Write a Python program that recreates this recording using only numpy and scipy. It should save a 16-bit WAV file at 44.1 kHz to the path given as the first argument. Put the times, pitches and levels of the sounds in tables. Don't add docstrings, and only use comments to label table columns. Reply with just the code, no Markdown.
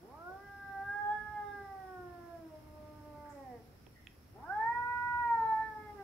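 import sys
import numpy as np
from scipy import signal
from scipy.io import wavfile
from scipy.ndimage import uniform_filter1d

SR = 44100
rng = np.random.default_rng(int(sys.argv[2]) if len(sys.argv) > 2 else 0)


def generate_wav(signal):
    frames = np.transpose(np.atleast_2d(signal))
    scaled = np.clip(frames, -1, 1) * 32767
    pcm = np.round(scaled).astype(np.int16)
    wavfile.write(sys.argv[1], SR, pcm)


N = 265923

# t/s, held pitch/Hz, effort/dB, mouth (scales formants), tilt/(dB/octave)
YOWLS = [
    [(0.0, 405, -49, 0.67, -3), (0.12, 396.8, -42.5, 0.9, 1), (0.27, 380.7, -40.5, 0.9, 4.5),
     (0.43, 403.5, -40.5, 1.093, -2), (0.64, 396.5, -42.5, 0.96, 6), (0.81, 391.8, -37.5, 0.95, 2.5),
     (0.96, 410.2, -34, 0.97, 3), (1.09, 413.8, -34, 0.9, 0.5), (1.14, 424.6, -36.5, 0.96, -0.5),
     (1.31, 420.9, -38, 1, 5.5), (1.5, 408.9, -31, 1.068, -3), (1.72, 390, -40, 1.06, -0.5),
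     (2.1, 352, -42, 0.94, -0.5), (2.33, 338.7, -37.5, 0.96, -6), (2.57, 305.9, -42, 1.13, -8.5),
     (2.94, 301.4, -39, 1.077, -2), (3.29, 292.9, -39.5, 0.96, 2), (3.42, 272.4, -37.5, 0.9, -5),
     (3.58, 228, -45.5, 0.68, -2), (3.62, 208, -52, 0.39, -5.9)],
    [(4.33, 417.9, -52.5, 0.75, 3), (4.42, 443.8, -38.5, 0.966, 1), (4.52, 485.3, -39.5, 0.83, 5.5),
     (4.63, 478, -30.5, 0.99, 1.3), (4.73, 485.8, -36.5, 1.003, 9.5), (4.96, 486.7, -36, 0.96, 10),
     (5.2, 481.5, -32.5, 0.97, 8.5), (5.42, 450.7, -29.5, 0.91, 0.5), (5.555, 437.5, -34, 0.92, 2.2),
     (5.61, 442, -35, 0.96, 0.5), (5.86, 421, -37.5, 1.11, -1), (5.96, 407.8, -40, 1.24, -11.5),
     (6.03, 390.4, -27, 0.95, -2)],
]
# f/Hz, left minus right/dB, left phase lead/rad
YOWL_PANS = [
    [(300, 0.5, 0.12), (800, -4.5, 0.78), (1250, -3, -1.23), (1470, 1, -1.4), (1627, -0.5, 0.8),
     (1755, -24, 0.24), (2100, -3, .2)],
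    [(400, 0.5, .1), (1000, 1, 0.46), (1300, -16.5, 0.44), (1470, -11, 1.5), (1700, -9, -.3),
     (1930, -18, 1.3), (2300, -2.5, 1.4)],
]
FOLD_LEVELS = [-4.5, 0, -14, -17.5, -30]
# f/Hz, width/Hz, level/dB
FORMANTS = [(960, 86.5, -0.0), (1780, 96.7, 7.5)]
# f/Hz, width/Hz, level/dB
HIGH_FORMANTS = [(1900, 710, 1.5), (2854, 410, -7), (3390, 390, -4), (4065, 450, -6)]
# t/s, partial, length/s, level/dB
GLINTS = [(0.163, 2, 0.11, -3.5), (.2, 4, 0.22, 5), (0.237, 5, 0.32, -19), (0.307, 2, .015, -6),
          (0.424, 2, 0.12, -8), (0.85, 2, 0.018, -12), (1.15, 8, 0.17, 12), (1.118, 2, 0.056, 6),
          (1.144, 2, 0.018, -6.5), (1.188, 2, 0.042, -7), (1.5, 9, 0.24, 16), (2.417, 3, 0.12, -16),
          (2.478, 2, 0.045, -7), (2.551, 2, 0.096, 10), (2.61, 2, 0.02, -22), (2.65, 6, .5, -18),
          (2.803, 2, .35, 5), (3.345, 3, 0.032, -23), (3.42, 5, 0.75, -3), (3.485, 3, 0.16, 5),
          (4.413, 3, 0.096, 8), (4.432, 2, 0.063, -14), (4.58, 4, 0.02, -17.5), (4.624, 3, 0.071, -8.5),
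          (4.739, 2, .015, -17), (5.13, 1, 0.3, -13), (5.101, 7, 0.53, -8.5), (5.299, 6, .8, 5),
          (5.368, 2, .015, -16.5), (5.55, 9, .4, 9), (5.706, 2, 0.14, -5)]
# f/Hz, width/Hz, level/dB
PANE_COLOUR = [(361.7, 21.0, 13), (519, 35.0, -15), (637, 29, -8.5), (771, 43, 5), (794.6, 8.0, -10.5),
               (809.2, 14.0, -5), (838.6, 33, 3), (845, 7.3, -11), (926.4, 10.0, 2.5), (1091, 23, 7),
               (1457, 64.0, 8), (1609, 54, 10), (2210, 41, 9.5)]
# t/s, peak level/dB, left minus right/dB
TICK_HITS = [(3.865, -52.5, -13), (4.07, -37.5, -8)]
# f/Hz, level/dB, t60/s
TICK_RING = [(1900, -0.5, .010), (2570, 0.5, 0.015), (3250, 1, 0.011), (6750, -13.5, 0.0078)]
# t/s, length/s (the tail runs as long again), low f/Hz, high f/Hz, level/dB
SOFT_NOISES = [(.29, 0.16, 422, 680, -54), (3.257, .03, 1200, 1900, -59.5),
               (3.29, 0.094, 1300, 1900, -60.5), (3.288, .16, 6200, 8500, -68),
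               (3.867, .016, 110, 800, -52.5), (3.95, 0.21, 1800, 2100, -64)]
# f/Hz, t60/s
REVERB_DECAY = [(300, 0.7), (1200, 0.45), (4000, 0.27)]
# f/Hz, left-right correlation
REVERB_IMAGE = [(300, 0.92), (900, 0.8), (1500, 0.15)]
# f/Hz, width/Hz, level/dB
ROOM_MODES = [(482.3, 18, 1), (836.5, 9.9, -2.5), (932, 10, -5)]
# f/Hz, relative level/dB
RUMBLE_EQ = [(30, -29.5), (50, -6), (75, 0), (125, -5), (165, -11.5), (250, -9), (450, -17), (700, -21.5),
             (1300, -24.5), (2200, -29), (3500, -42)]
# t/s, level/dB
RUMBLE_RIDE = [(0, -0.5), (1, 1.5), (3.2, 1.5), (4.1, -1), (5.2, 2.5), (6.03, 3.5)]
# f/Hz, left-right correlation
RUMBLE_IMAGE = [(60, 1), (130, 0.9), (290, .75), (640, 0.31), (1400, .05)]
# f/Hz, relative level/dB
HISS_EQ = [(1500, -12), (2500, -3), (4700, -3.5), (5400, 3.5), (6250, -12), (9700, -16.5), (11100, -1),
           (12500, -8.5), (16000, -7.5)]
# f/Hz, left minus right/dB
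HISS_PAN = [(2500, 1), (8000, -7.5), (13000, -6)]

SCOOP_HZ, SCOOP_S, SCOOP_SHAPE = 244.4, (.16, .19), 1.54
WAVER, SLACK_HZ = 0.0016, 331.3
BREATH_DB, BREATH_HZ, RASP = -39, 119, 0.19
LEAK_DB, LEAK_HZ = -19, (300, 1510)
FLUTTER_DB, FLUTTER_SLACK_DB = (1.7, 0.6, 1.2, 1.2, 2.5), 0.7
HIGH_DB, HIGH_SHARE, HIGH_SLACK_DB = -62, 0.55, 26.5
REVERB_DB, RUMBLE_DB, HISS_DB = -10, -59.5, -74.5
HOP = 128


def yowl(voice, scoop_s, pan):
    times, held_hz, effort_db, _, _ = np.transpose(voice)
    t = np.arange(times[0], times[-1], 1 / SR)
    scoop = np.exp(-((t - times[0]) / scoop_s) ** SCOOP_SHAPE)
    glide_hz = np.interp(t, times, held_hz) - SCOOP_HZ * scoop
    leak = air_leak(scoop, np.interp(t, times, effort_db))
    pitch_hz = glide_hz * (1 + WAVER * drift(len(t), 11))
    fundamental = np.exp(2j * np.pi * np.cumsum(pitch_hz) / SR)
    slack = slackness(pitch_hz)
    step_hz = glide_hz[::HOP]
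    tone = np.zeros((2, len(t)))
    for k, gain in enumerate(partial_gains(voice, t, step_hz, slack[::HOP]), 1):
        left = amp(curve(pan, k * step_hz) / 2) * np.exp(.5j * curve(pan, k * step_hz, col=2))
        gain = 2 * gain / abs(left + 1 / left)
        partial = fundamental ** k * np.exp(2j * np.pi * rng.random())
        tone += [(np.interp(t, t[::HOP], gain * side) * partial).real for side in (left, 1 / left)]
    roughness = amp(BREATH_DB) + RASP * (slack + scoop)
    breath = 1 + roughness * drift(len(t), BREATH_HZ)
    fade = np.minimum(np.minimum(t - times[0], times[-1] - t) * 30, 1)
    return (np.sqrt(2) * tone * breath + leak) * fade


def partial_gains(voice, t, pitch_hz, slack):
    times, *lanes = np.transpose(voice)
    steps = t[::HOP]
    stride = len(t) // len(steps) + 1
    held_hz, effort_db, mouth, tilt_db = (np.interp(steps, times, lane) for lane in lanes)
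    gains = []
    for k, (fold_db, wobble_db) in enumerate(zip(FOLD_LEVELS, FLUTTER_DB), 1):
        hz = k * pitch_hz
        source_db = effort_db + fold_db + tilt_db * np.log2(k / 2)
        throat_power = sum(amp(db) ** 2 * bell(hz, f * mouth, width) for f, width, db in FORMANTS)
        flutter_db = (wobble_db + FLUTTER_SLACK_DB * slack) * drift(len(t), 18.3)[::stride]
        gains.append(np.sqrt(throat_power) * amp(source_db + pane(hz) + flutter_db + glints(steps, k)))
    brightness = amp(HIGH_DB + HIGH_SHARE * effort_db + HIGH_SLACK_DB * slackness(held_hz))
    for k in range(6, 10):
        flicker = amp(3 * drift(len(t), 6.9)[::stride] + glints(steps, k))
        resonance = sum(amp(db) * bell(k * pitch_hz, f, width) ** 2 for f, width, db in HIGH_FORMANTS)
        gains.append(brightness * flicker * resonance)
    return gains


def slackness(pitch_hz):
    return np.maximum(np.log2(SLACK_HZ / pitch_hz), 0)


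def air_leak(scoop, effort_db):
    band = signal.butter(4, LEAK_HZ, "bandpass", fs=SR, output="sos")
    air = unit_rms(signal.sosfilt(band, rng.standard_normal((2, len(scoop)))))
    return air * scoop * amp(LEAK_DB + effort_db)


def glints(t, k):
    return sum(db * np.exp(-(2 * (t - at) / length) ** 2)
               for at, partial, length, db in GLINTS if partial == k)


def pane(hz):
    return uniform_filter1d(sum(db * bell(hz, f, width) for f, width, db in PANE_COLOUR), size=15)


def ticks():
    out, t = np.zeros((2, N)), np.arange(1500) / SR
    ring = sum(amp(db - 60 * t / t60) * np.sin(2 * np.pi * hz * t) for hz, db, t60 in TICK_RING)
    ring *= np.minimum(t * 1300, 1) ** 2
    for start, db, pan_db in TICK_HITS:
        add(out, start, amp(db + np.array([[pan_db], [-pan_db]]) / 2) * ring / abs(ring).max())
    return out


def soft_noises():
    out = np.zeros((2, N))
    for start, length, low_hz, high_hz, db in SOFT_NOISES:
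        age = np.arange(round(2 * length * SR)) / (length * SR)
        band = signal.butter(3, [low_hz, high_hz], "bandpass", fs=SR, output="sos")
        burst = unit_rms(signal.sosfilt(band, rng.standard_normal((2, SR // 2)))[:, :len(age)])
        add(out, start, amp(db) * burst * np.minimum(age * 14, 1) * np.exp(-2 * age))
    return out


def room_reverb(mono):
    taps = np.zeros((2, SR // 2))
    arrivals = np.arange(300, SR // 2 - 20, 20) + rng.integers(0, 20, (2, (SR // 2 - 301) // 20))
    np.put_along_axis(taps, arrivals, rng.choice([-1., 1.], arrivals.shape), 1)
    hz, t, bands = signal.stft(taps, SR, nperseg=256)
    bands[1] = correlated(*bands, curve(REVERB_IMAGE, hz))
    decay = amp(-60 * t / curve(REVERB_DECAY, hz)[:, None])
    tail = signal.istft(bands * decay, SR, nperseg=256)[1]
    return signal.fftconvolve(mono[None], tail / np.linalg.norm(tail[0]), axes=1)[:, :N]


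def standing_waves(mono):
    return sum(amp(db) * signal.lfilter(*signal.iirpeak(hz, hz / width, SR), mono)
               for hz, width, db in ROOM_MODES)


def house_rumble():
    ride_db = np.interp(np.arange(N) / SR, *np.transpose(RUMBLE_RIDE))
    bed = noise_bed(RUMBLE_EQ, RUMBLE_IMAGE, pan=[(100, 0), (2000, -0.66)], shimmer_db=0.98)
    return amp(RUMBLE_DB + ride_db) * bed


def noise_bed(eq, image, pan, shimmer_db):
    frames, hz = N // 512 + 5, np.fft.rfftfreq(2048, 1 / SR)
    left_re, left_im, other_re, other_im, shimmer = rng.standard_normal((frames, len(hz), 5)).T
    shimmer = unit_rms(uniform_filter1d(uniform_filter1d(shimmer, size=20, axis=0), size=8, axis=1))
    left = left_re + 1j * left_im
    bands = np.array([left, correlated(left, other_re + 1j * other_im, curve(image, hz))])
    side_db = curve(pan, hz) / 2
    bands *= amp(curve(eq, hz) + np.array([side_db, -side_db]))[..., None] * amp(shimmer_db * shimmer)
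    out = signal.istft(bands, nperseg=2048, noverlap=1536)[1][:, :N]
    return out / np.sqrt(np.mean(out.mean(0) ** 2))


def correlated(left, other, correlation):
    share = correlation[:, None]
    return share * left + np.sqrt(1 - share ** 2) * other


def amp(db):
    return 10 ** (np.asarray(db) / 20)


def unit_rms(x):
    return x / np.sqrt(np.mean(x ** 2) + 1e-20)


def bell(hz, centre, width):
    return 1 / (1 + (2 * (hz - centre) / width) ** 2)


def curve(points, hz, col=1):
    table = np.transpose(points)
    return np.interp(np.log(hz + 1), np.log(table[0] + 1), table[col])


def drift(count, hz):
    return unit_rms(signal.sosfilt(signal.butter(2, hz, fs=SR, output="sos"), rng.standard_normal(count)))


def add(mix, start, sound):
    part = mix[:, round(start * SR):][:, :sound.shape[1]]
    part += sound[:, :part.shape[1]]


def scene():
    direct = ticks()
    for voice, scoop_s, pan in zip(YOWLS, SCOOP_S, YOWL_PANS):
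        add(direct, voice[0][0], yowl(voice, scoop_s, pan))
    rumble = house_rumble()
    send = direct.mean(0)
    return direct + amp(REVERB_DB) * room_reverb(send) + standing_waves(send) + soft_noises() + rumble


def record(dry):
    hiss = amp(HISS_DB) * noise_bed(HISS_EQ, image=[(0, 0)], pan=HISS_PAN, shimmer_db=1.5)
    lowpass = signal.firwin(1023, cutoff=15750, window=("kaiser", 9), fs=SR)
    return signal.oaconvolve(dry + hiss, lowpass[None], "same")


dry = scene()
out = record(dry)
generate_wav(out)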